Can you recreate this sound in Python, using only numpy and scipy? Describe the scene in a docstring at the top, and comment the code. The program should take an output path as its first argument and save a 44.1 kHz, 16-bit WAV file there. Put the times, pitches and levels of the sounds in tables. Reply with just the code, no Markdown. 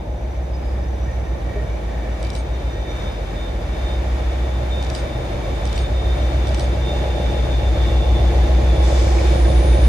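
"""Diesel locomotive rolling up to a platform

A slow diesel approaches an open station platform. Sines on low shaft orders make its exhaust throb, with wall echoes;
shaped noise and shaft-locked patterns make rumble, roar and hiss. Fluttering sines are the blower's whine and faint
high tones, blurred tones squeal and whine, and a noise jet is air let off by a valve. A photographer's shutter clicks
nearby: noise bursts ring a small body and a motor sings. A hollow knock and three steel clanks are decaying sines."""
import sys
import numpy as np
from scipy import signal
from scipy.fft import rfft, irfft, next_fast_len
from scipy.io import wavfile
from scipy.ndimage import uniform_filter1d, map_coordinates

SR = 44100
rng = np.random.default_rng(int(sys.argv[2]) if len(sys.argv) > 2 else 0)


def master(y):
    """Save y as 16-bit WAV."""
    cut = np.clip(np.atleast_2d(y).T, -1, 1)
    pcm = np.round(cut * 32767)  # scale
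    wavfile.write(sys.argv[1], SR, pcm.astype(np.int16))


N = 435708
TIME = np.arange(N) / SR
LEFT_RIGHT = np.array([[1], [-1]])  # opposite signs for the two channels


def engine():
    """One crankshaft angle drives the exhaust orders and the pulsing noise layers."""
    turns = crank()
    # uneven cylinders make the noise pulse once and twice a turn
    pulse = 1 - 0.032 * np.cos(2 * np.pi * turns) + 0.079 * np.cos(4 * np.pi * turns + 1.8)
    return exhaust(turns) + rumble(turns) + roar(turns, pulse) + hiss(pulse)


# Crankshaft speed as heard, sinking as the approach angle opens: time_s, speed_turns_per_s
SHAFT_SPEED = [(0, 7.066), (3, 7.036), (6, 7.011), (7.5, 6.991), (8.5, 6.935), (9.88, 6.933)]


def crank():
    """Crankshaft angle in turns, the running sum of the speed; zero at 9 s."""
    turns = np.cumsum(curves(SHAFT_SPEED)[0]) / SR
    return turns - turns[9 * SR]


# Exhaust note at one second of travel: shaft_order, level_db (rms)
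EXHAUST_ORDERS = [(6, -29.5), (7, -16), (8, -12), (9, -8.5), (10, -24.5)]
# Echoes off walls and canopies: detour_at_start_m, detour_growth_m_per_s, level_at_start_db, level_slope_db_per_s
WALL_ECHOES = [(73.1, 3.09, -22.75, -0.07), (63.49, 1.729, -22.9, -1.19), (54.8, 2.471, -32.6, 0.96),
               (7.48, 0.33, -43.9, 3.28)]


def exhaust(turns):
    """Steady shaft orders, direct and off four surfaces; as the detours grow, orders swell and cancel in turn."""
    order, level_db = np.transpose(EXHAUST_ORDERS)[:, :, None]
    # the pipe delays each order differently, in cycles
    lag = .175 * (order - 8) ** 2 - .1 * (order - 8) - .11

    def note(angle):
        sines = amp(level_db) * np.cos(2 * np.pi * (order * angle + lag))
        return np.sqrt(2) * np.sum(sines, axis=0)

    turns_per_m = curves(SHAFT_SPEED)[0] / 343  # speed of sound, m/s
    out = amp(near_db()) * note(turns) * np.ones((2, 1))
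    for detour_m, growth, start_db, db_per_s in WALL_ECHOES:
        balance = amp(0.94 * wobble(0.735) * LEFT_RIGHT)
        late_turns = turns - turns_per_m * (detour_m + growth * TIME)
        out = out + balance * amp(start_db + db_per_s * TIME) * note(late_turns)
    return out


# Rumble colour: freq_hz, density_db (per Hz, relative)
RUMBLE_SPECTRUM = [(25, -32), (38, 0), (60, 4), (100, 5), (160, -1.5), (240, -8), (330, -51.5)]
# Weaker orders that ride on the rumble: shaft_order, relative_db
UPPER_ORDERS = [(11, -9), (12, -9), (13, -6), (14, 2), (15, -5), (16, -11), (17, -6), (18, 1), (22, -4),
                (26, -11), (27, -11), (29, -8)]


def rumble(turns):
    """Low noise plus weaker shaft orders; the orders come forward as the engine nears."""
    level_db = -20 + 0.69 * near_db() + 0.51 * wobble(2.787)
    noise_db = level_db - 0.5 - 0.12 * (near_db() + 14.5)
    order_db = level_db - 8 + .45 * (near_db() + 8)
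    riding = orders(UPPER_ORDERS, turns, waver_db=2.2, loose=.4)
    return amp(noise_db) * rush(RUMBLE_SPECTRUM) + amp(order_db) * riding


# Roar colour: freq_hz, density_db (per Hz, relative)
ROAR_SPECTRUM = [(120, -39), (200, -4.5), (268, -4), (339, -2), (405, -3.5), (591, 1.5), (1100, -14.5),
                 (1430, -68), (2420, -120)]
# Panel resonances of the casing: freq_hz, width_hz, gain_db
CASING_RESONANCES = [(309, 53, 4.5), (544, 84, -5), (565, 200, -3.5), (668, 64, -1.5), (837, 113, 5)]
# Orders at which the casing panels sing clearly: shaft_order, relative_db
PANEL_ORDERS = [(44, -23), (45, -20), (47, -17), (48, -19), (49, -13), (51, -15), (52, -20), (54, -18),
                (62, -21), (63, -21), (64, -21), (65, -22), (66, -20), (72, -21), (73, -23), (74, -21),
                (76, -18), (77, -21), (78, -20), (79, -21), (84, -8.5), (90, -14), (92, -15.5), (105, -19),
                (106, -21), (119, -17), (120, -21), (157.5, -23)]
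# One band of the casing dips once a turn: depth is a ratio, sharp narrows the dip in the turn
GAP_HZ, GAP_TOP_HZ, GAP_TURNS, GAP_DEPTH, GAP_SHARP = 550, 690, .97, 1.2, 3.5


def roar(turns, pulse):
    """Casing noise through panel resonances, mixed with clatter and panel orders locked to the shaft."""
    level_db = -20 + 0.7 * near_db() + 0.51 * wobble(2.787)
    clear_db = 0.75 * (level_db + 24.0)  # nearer, the repeating part stands out of the blur
    beat = amp(-4) * rush(ROAR_SPECTRUM, CASING_RESONANCES, clatter(turns, renew=1.2))
    # the panel orders gain on the clatter as the engine nears
    panel_db = 6 + .3 * (near_db() + 10)
    beat = beat + amp(panel_db) * orders(PANEL_ORDERS, turns, waver_db=1.8, loose=.3)
    mix = rush(ROAR_SPECTRUM, CASING_RESONANCES) + amp(clear_db) * beat
    mix = mix / np.sqrt((1 + amp(2 * clear_db)) / 2)
    out = amp(level_db - 3.0) * pulse * mix
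    dip = np.exp(GAP_SHARP * (np.cos(2 * np.pi * (turns - GAP_TURNS)) - 1))
    gap = GAP_DEPTH * dip * np.minimum(amp(clear_db), 1)
    return out - gap * filtered(out, lambda hz: (hz > GAP_HZ) & (hz < GAP_TOP_HZ))


def clatter(turns, renew):
    """Valve and piston clatter repeats every turn; its random pattern blends into a new one, renew times a second."""
    steps = 1024  # points round one turn
    pattern = rng.standard_normal((2, int(N / SR * renew) + 3, steps))
    spot = [TIME * renew, turns % 1 * steps]
    return unit(np.array([map_coordinates(p, spot, order=3, mode="grid-wrap") for p in pattern]))


# Where in the turn neighbouring orders add up: freq_hz, position_turns
THROB_POSITION = [(100, .48), (250, .48), (290, .18), (400, .18), (450, .5), (1200, .5)]


def orders(table, turns, waver_db, loose):
    """Sines on multiples of the shaft; neighbours keep roughly in step and so throb once a turn."""
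    out = np.zeros((2, N))
    for order, level_db in table:
        drift = loose * wobble(1.5)
        apart = loose * wobble(1.2) * LEFT_RIGHT
        # about 7 turns a second give the frequency of the order
        angle = 2 * np.pi * order * (turns - along(THROB_POSITION, 7 * order))
        level = amp(level_db + waver_db * wobble(1.5))
        out += level * np.cos(angle + drift + apart * order / 45)
    return np.sqrt(2) * out


# Hiss of fans and wheels over time: time_s, relative_db
HISS_LEVELS = [(0, -46.5), (1, -43.5), (2.2, -41.5), (4.5, -39), (7, -38), (9, -37.5), (9.88, -35.5)]
# Hiss colour: freq_hz, density_db (per Hz, relative)
HISS_SPECTRUM = [(530, -2), (900, -4), (1170, -4.5), (3320, -11), (3650, -6.5), (3920, -12.5),
                 (6660, -18.5), (8730, -30.5), (9590, -29), (11400, -41.5), (12400, -32), (14500, -45),
                 (15000, -70)]
# Fuzzy ringing of fans, gears and rails: freq_hz, width_hz, gain_db
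RINGING_BANDS = [(1717, 78, -1), (1866, 82, 2.5), (2288, 100, 6.5), (4950, 22, 4.5), (5930, 33, 3),
                 (9350, 48, 10), (10070, 69, 10.5)]
DULL_HZ, DULL_TOP_HZ, DULL_SHARE = 2660, 8640, 0.65  # band edges; share of the distance law


def hiss(pulse):
    """Fan and wheel noise, faintly pulsed; its treble follows the distance law further, so far off it is duller."""
    level_db, = curves(HISS_LEVELS)
    noise = unit(pulse ** 0.17 * rush(HISS_SPECTRUM, RINGING_BANDS))
    out = amp(level_db + 4.5 + 0.69 * wobble(7)) * noise

    def treble_band(hz):
        low_cut = 1 / (1 + (DULL_HZ / (hz + 1)) ** 4)
        return low_cut / (1 + (hz / DULL_TOP_HZ) ** 4)

    return out + (amp(DULL_SHARE * (near_db() + 10.5)) - 1) * filtered(out, treble_band)


ABREAST_S, OFFSET_S = 10.38, 2.51  # when the exhaust draws level; distance of the track in seconds of travel


def near_db():
    """Spreading loss of the direct path as the locomotive rolls up; 0 dB at one second of travel."""
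    return -10 * np.log10(OFFSET_S ** 2 + (TIME - ABREAST_S) ** 2)


# Blower gear tones, which fade in and out on their way through the air: time_s, upper_relative_db, lower_relative_db
BLOWER_LEVELS = [(0.0, -65, -66), (2.28, -57.5, -62), (3.11, -46, -46), (3.22, -58, -53), (3.44, -45, -47),
                 (3.58, -60, -49), (3.93, -42, -50), (4.02, -62, -56), (4.37, -54, -44), (4.68, -52, -53),
                 (4.73, -38, -50), (4.87, -50, -47), (5.45, -52, -55), (5.86, -43, -44), (5.92, -54, -59),
                 (5.97, -41, -55), (6.22, -43.5, -52), (6.41, -49, -57), (6.44, -49, -42), (6.8, -51, -48),
                 (6.88, -37.5, -43), (7.13, -48, -49), (7.18, -44.5, -42), (7.76, -46.5, -44),
                 (7.81, -42.5, -35.5), (8.61, -49.5, -48.5), (8.86, -49, -36), (9.22, -55, -51),
                 (9.3, -47, -45), (9.88, -48, -57)]
# Pitch of the upper gear tone: time_s, pitch_hz
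BLOWER_PITCH = [(0, 3665), (5.5, 3628), (8.5, 3610), (9.88, 3605)]


def blower():
    """The blower's two gear tones, 87 Hz apart, sink together as the engine approaches."""
    upper_db, lower_db = curves(BLOWER_LEVELS)
    pitch_hz, = curves(BLOWER_PITCH)
    upper = amp(upper_db + 2.5) * tone(pitch_hz, .45, .5, 35)
    lower = amp(lower_db - 2.5) * tone(pitch_hz - 87, .55, .5, 35)
    return upper + lower


# Faint high tones: time_s, lower_relative_db, upper_relative_db
HIGH_TONE_LEVELS = [(0, -90, -95), (6, -68, -90), (8.7, -63, -78), (8.85, -53, -74), (9.0, -67, -59),
                    (9.4, -50.5, -60), (9.88, -46, -51)]


def high_tones():
    """Two fluttering high tones of fixed pitch; the upper one is a thin flickering tone."""
    low_db, high_db = curves(HIGH_TONE_LEVELS)
    low = amp(low_db) * tone(9310, .3, .15, 30)
    high = amp(high_db - 4 + 5 * wobble(12)) * tone(10700, .9, .15, 60)
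    return low + high


def tone(hz, scattered, spread, rate):
    """A sine plus a scattered share of itself, rms 1: it flutters with sharp dips, differently at each ear."""
    phase = 2 * np.pi * np.cumsum(hz + np.zeros(N)) / SR + spread * LEFT_RIGHT
    a, b = (scattered * np.array([wobble(rate), wobble(rate)]) for _ in "ab")
    return unit((1 + a) * np.sin(phase) + b * np.cos(phase))


# Squeals of the running gear, and last a long gear whine locked to the shaft:
# start_s, length_s, pitch_at_start_hz, blur_hz, relative_db
SQUEALS_AND_WHINE = [(0, 5, 5890, 50, -69), (0, .65, 5900, 60, -68), (.49, .27, 4980, 15, -61),
                     (.77, .1, 4970, 40, -68), (.8, .65, 5900, 70, -66), (.7, .24, 1810, 110, -57),
                     (1.06, .14, 1850, 40, -54), (1.23, .2, 1810, 80, -55), (.95, .3, 2300, 60, -61),
                     (1.44, .25, 1865, 60, -52), (1.43, .18, 2300, 25, -54), (1.65, .2, 2280, 70, -56),
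                     (1.83, .39, 1830, 130, -54), (2.0, .11, 2300, 40, -55), (2.22, .2, 2310, 50, -54),
                     (2.6, .6, 5890, 70, -66), (2.7, .22, 1870, 60, -55), (2.84, .34, 2295, 50, -53),
                     (3.04, .16, 4975, 30, -63), (3.3, .8, 4930, 50, -67), (6.25, 2.65, 2760, 25, -60)]


def squeals_and_whine(turns):
    """Each is a blurred tone that swells, flickers and fades; its pitch sinks like the shaft's."""
    out, speed = np.zeros((2, N)), curves(SHAFT_SPEED)[0]
    for start_s, length_s, hz, blur_hz, level_db in SQUEALS_AND_WHINE:
        first, count = round(start_s * SR), round(length_s * SR)
        a, b, c, d, e, f = (wobble(2 * blur_hz, count=count) for _ in "abcdef")
        each_ear = np.array([c + 1j * d, e + 1j * f])
        blur = 0.7 + .8 * (a + 1j * b) + .7 * each_ear
        flicker = amp(2.0 * wobble(30, count=count))
        swell = np.sin(np.pi * TIME[:count] / length_s) ** .45 * flicker
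        carrier = np.exp(2j * np.pi * hz * turns[first:first + count] / speed[first])
        out[:, first:first + count] += amp(level_db + 6) * swell * unit(np.real(blur * carrier))
    return out


# Air jet colour: freq_hz, density_db (per Hz, relative)
JET_SPECTRUM = [(2000, -3.5), (3500, -8), (5500, -4), (7000, -8.5), (9000, -16.5), (12000, -33)]
VALVE_S, OPEN_S, VALVE_DB, SAG_DB_PER_S, SAG_DB_PER_S2 = 8.815, 0.03, -34.5, 1, 22


def valve():
    """A burst of compressed air: jet noise that opens quickly, then sags ever faster."""
    t = np.maximum(TIME - VALVE_S, 0)
    level_db = VALVE_DB - SAG_DB_PER_S * t - SAG_DB_PER_S2 * t ** 2 + 0.54 * wobble(12)
    return amp(level_db) * (1 - np.exp(-t / OPEN_S)) * rush(JET_SPECTRUM)


# Steel clanks in the running gear: start_s, level_db, pitch_hz
STEEL_CLANKS = [(9.184, -30, 2250), (9.45, -33, 1610), (9.73, -32.5, 2270)]
# Modes of a clank: pitch_ratio, level_db, t60_s
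STEEL_MODES = [(.8, -4, .03), (1.001, 3, 0.079), (1.12, 5, .03)]


def clanks():
    """Short steel blows, each ringing three modes tied to its own pitch."""
    out = np.zeros(N)
    for start_s, level_db, pitch_hz in STEEL_CLANKS:
        modes = [(ratio * pitch_hz, mode_db, t60) for ratio, mode_db, t60 in STEEL_MODES]
        out += struck(start_s, level_db, modes, attack_s=.001)
    return out


# Shutter releases: start_s, level_db, brightness_ratio (varies as the camera is turned)
RELEASES = [(2.228, -31.5, 1), (4.826, -31, 1.04), (5.654, -31, 1.02), (6.471, -30.5, 0.98)]


def shutter():
    """Each release is a train of contacts, a faint rattle and two bursts of the winding motor."""
    out = np.zeros((2, N))
    for start_s, level_db, bright in RELEASES:
        contacts(out, start_s, level_db, bright)
        rattle(out, start_s, level_db)
        winder(out, start_s, level_db)
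    return out


# Mirror and curtain contacts of one release; the last is the spring running down:
# after_release_s, relative_db, t60_s, loudest_part_hz, fall_away_db_per_octave, treble_modes_db
CONTACT_HITS = [(-.001, -7.5, .02, 6000, 1, 7), (.0105, -12, .016, 5200, 6, 8),
                (.0195, -2, .018, 4550, 18, -5), (.04, -8, .018, 4300, 16, -7),
                (.0735, -2.5, .018, 5000, 7, 2), (.1228, 2.5, .02, 4200, 13, 1),
                (.1335, -4.5, .033, 4350, 22, 0), (.128, -17, .25, 4600, 5, 3)]


def contacts(out, start_s, level_db, bright):
    """Mirror and curtain hits: short decaying noise bursts ring the camera body."""
    t = np.arange(SR // 12) / SR
    for after_s, hit_db, t60, centre_hz, focus_db, treble_db in CONTACT_HITS:
        fade_db = level_db + 18.0 + hit_db + rng.normal(0, 1.4) - 60 * t / t60
        fade = amp(fade_db) * (1 - np.exp(-t / 0.00043))
        shared, own = rng.standard_normal(len(t)), rng.standard_normal((2, len(t)))
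        burst = fade * (shared + 1.03 * own)
        add_rung(out, start_s + after_s, burst, body(bright * centre_hz, treble_db, focus_db))


RATTLE_FROM_S, RATTLE_S, RATTLE_DB = -0.028, .22, -8  # from the release; length; against the release level


def rattle(out, start_s, level_db):
    """The mechanism rattles faintly through the whole release: flickering noise rings the body."""
    u = np.arange(round(RATTLE_S * SR)) / (RATTLE_S * SR)
    flicker = amp(5 * wobble(120, count=len(u)))
    noise = np.sin(np.pi * u) ** 0.3 * flicker * rng.standard_normal((2, len(u)))
    add_rung(out, start_s + RATTLE_FROM_S, amp(level_db + RATTLE_DB) * noise, body(4800, 3.5, 3))


# The winding motor sings twice a release: after_release_s, length_s, start_hz, end_hz,
# then relative_db of multiples 2, 3, 4 and 5
WINDER_SONGS = [(.101, .022, 1935, 1925, -40, -21, -22, -30), (.144, .046, 2250, 2090, -28, -23, -23, -45)]


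def winder(out, start_s, level_db):
    """The motor sings gliding multiples of its pitch over a fading whirr of noise in the body."""
    for after_s, length_s, start_hz, end_hz, *levels in WINDER_SONGS:
        u = np.arange(round(length_s * SR)) / (length_s * SR)
        count = len(u)
        phase = 2 * np.pi * np.cumsum(start_hz + (end_hz - start_hz) * u) / SR
        # brushes and gears make it rasp
        rough = unit(uniform_filter1d(rng.standard_normal((4, SR // 12)), size=200))
        song = np.zeros(count)
        for k, multiple_db in enumerate(levels):
            jitter = .5 * rough[k, ::-1][:count]
            song += amp(multiple_db + 2.5 * rough[k, :count]) * np.sin((2 + k) * phase + jitter)
        first = round((start_s + after_s) * SR)
        out[:, first:first + count] += amp(level_db + 3) * np.sin(np.pi * u) ** .36 * song
        whirr = (1 - u) * rng.standard_normal((2, count))
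        add_rung(out, start_s + after_s, amp(level_db - 2.5) * whirr, body(4900, 1.5))


# Modes of the camera body, before a random spread: pitch_hz, width_hz, level_db
BODY_MODES = [(2630, 350, -1.5), (3070, 310, 3.5), (4010, 310, 1), (4660, 500, 1.5), (5650, 400, 1.5),
              (6700, 950, 0), (7850, 720, -10.5), (8670, 220, -15), (9500, 240, -16.5), (10400, 340, -24)]
TREBLE_HZ = 7000  # above this, treble_db sets the modes


def body(centre_hz, treble_db, focus_db=10):
    """Ringing of the camera body struck at one part: damped sines, strongest near centre_hz below the treble."""
    t = np.arange(SR // 100) / SR
    out = np.zeros(len(t))
    for hz, width_hz, level_db in BODY_MODES:
        gain_db = treble_db if hz > TREBLE_HZ else -focus_db * abs(np.log2(hz / centre_hz))
        level = amp(level_db + gain_db + rng.normal(0, 1.7)) * 2 * np.pi * width_hz / SR
        fade = np.exp(-np.pi * width_hz * t) * (1 - np.exp(-t / 0.00029))
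        out += level * fade * np.sin(2 * np.pi * hz * rng.normal(1, 0.033) * t)
    return out[None]


def add_rung(out, start_s, burst, ringing):
    """Lets a burst ring a body and adds it in place, cut to the burst's length."""
    count = burst.shape[-1]
    out[:, round(start_s * SR):][:, :count] += signal.fftconvolve(burst, ringing)[:, :count]


# Hollow knock on the platform: start_s, level_db
PLATFORM_KNOCK = [(1.555, -20)]
# Modes of the knock: pitch_hz, level_db, t60_s
HOLLOW_MODES = [(407, 1.5, 0.15), (610, -4, 0.23), (656, -3, 0.14)]


def knock():
    """A soft blow on the platform that rings three low modes."""
    return sum(struck(start_s, level_db, HOLLOW_MODES, attack_s=.01) for start_s, level_db in PLATFORM_KNOCK)


def struck(start_s, level_db, modes, attack_s):
    """One blow: decaying sines behind a short attack."""
    out, t = np.zeros(N + SR), np.arange(SR // 4) / SR
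    ring = sum(amp(mode_db - 60 * t / t60) * np.sin(2 * np.pi * hz * t) for hz, mode_db, t60 in modes)
    out[round(start_s * SR):][:len(t)] += amp(level_db) * ring * (1 - np.exp(-t / attack_s))
    return out[:N]


# Left-right likeness of the noise: freq_hz, correlation_ratio
STEREO_LIKENESS = [(60, .99), (95, .93), (190, .89), (280, .8), (400, .6), (570, .27), (780, .22),
                   (1600, .3), (2500, .15), (4500, .27), (8500, .45), (15000, .95)]


def rush(spectrum, peaks=(), source=None):
    """Stereo noise of rms 1 with resonant bumps; mid and side shares set how alike the channels are."""
    def shape(hz):
        bumps = 1 + sum(amp(2 * db) / (1 + (2 * (hz - c) / w) ** 2) for c, w, db in peaks)
        turn = np.arccos(np.clip(along(STEREO_LIKENESS, hz), -1, 1)) / 2
        return amp(along(spectrum, hz)) * np.sqrt(bumps) * [np.cos(turn), np.sin(turn)]
    noise = rng.standard_normal((2, N)) if source is None else source
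    mid, side = filtered(noise, shape)
    return unit(np.array([mid + side, mid - side]))


def amp(db):
    """Decibels to gain."""
    return 10 ** (np.asarray(db) / 20)


def unit(x):
    """Scaled to rms 1."""
    return x / np.sqrt(np.mean(x ** 2) + 1e-20)


def along(points, hz):
    """(Hz, value) points read on a log frequency axis."""
    f, v = np.transpose(points)
    return np.interp(np.log(hz + 1), np.log(f + 1), v)


def curves(rows):
    """One value per sample for each column after the time."""
    s, *cols = np.transpose(rows)
    return [np.interp(TIME, s, c) for c in cols]


def wobble(rate, count=N):
    """A smooth random curve, rate knots a second."""
    coarse = TIME[:count + 16:16]
    knots = rng.standard_normal(int(count * rate / SR) + 4)
    return np.interp(TIME[:count], coarse, map_coordinates(knots, [coarse * rate]))


def filtered(x, response):
    """x times a complex response of frequency."""
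    m = next_fast_len(N + SR // 2)
    return irfft(rfft(x, m) * response(np.fft.rfftfreq(m, 1 / SR)), m)[..., :N]


# Phase between left and right for the train: freq_hz, phase_rad
STEREO_PHASE = [(600, 0), (780, 1.5), (1700, 1.1), (2400, -.7), (3900, -.8), (5500, 1.8), (7500, -.2)]


def scene():
    """Train sounds with left shifted against right in phase, plus the shutter, knock and clanks."""
    train = engine() + blower() + high_tones() + squeals_and_whine(crank()) + valve()
    shifted = filtered(train, lambda hz: np.exp(-.5j * along(STEREO_PHASE, hz) * LEFT_RIGHT))
    return shifted + shutter() + knock() + clanks()


TOP_HZ = 14800


def record(dry):
    """Keeps nothing above the band limit."""
    return filtered(dry, lambda hz: hz < TOP_HZ)


dry = scene()
out = record(dry)
master(out)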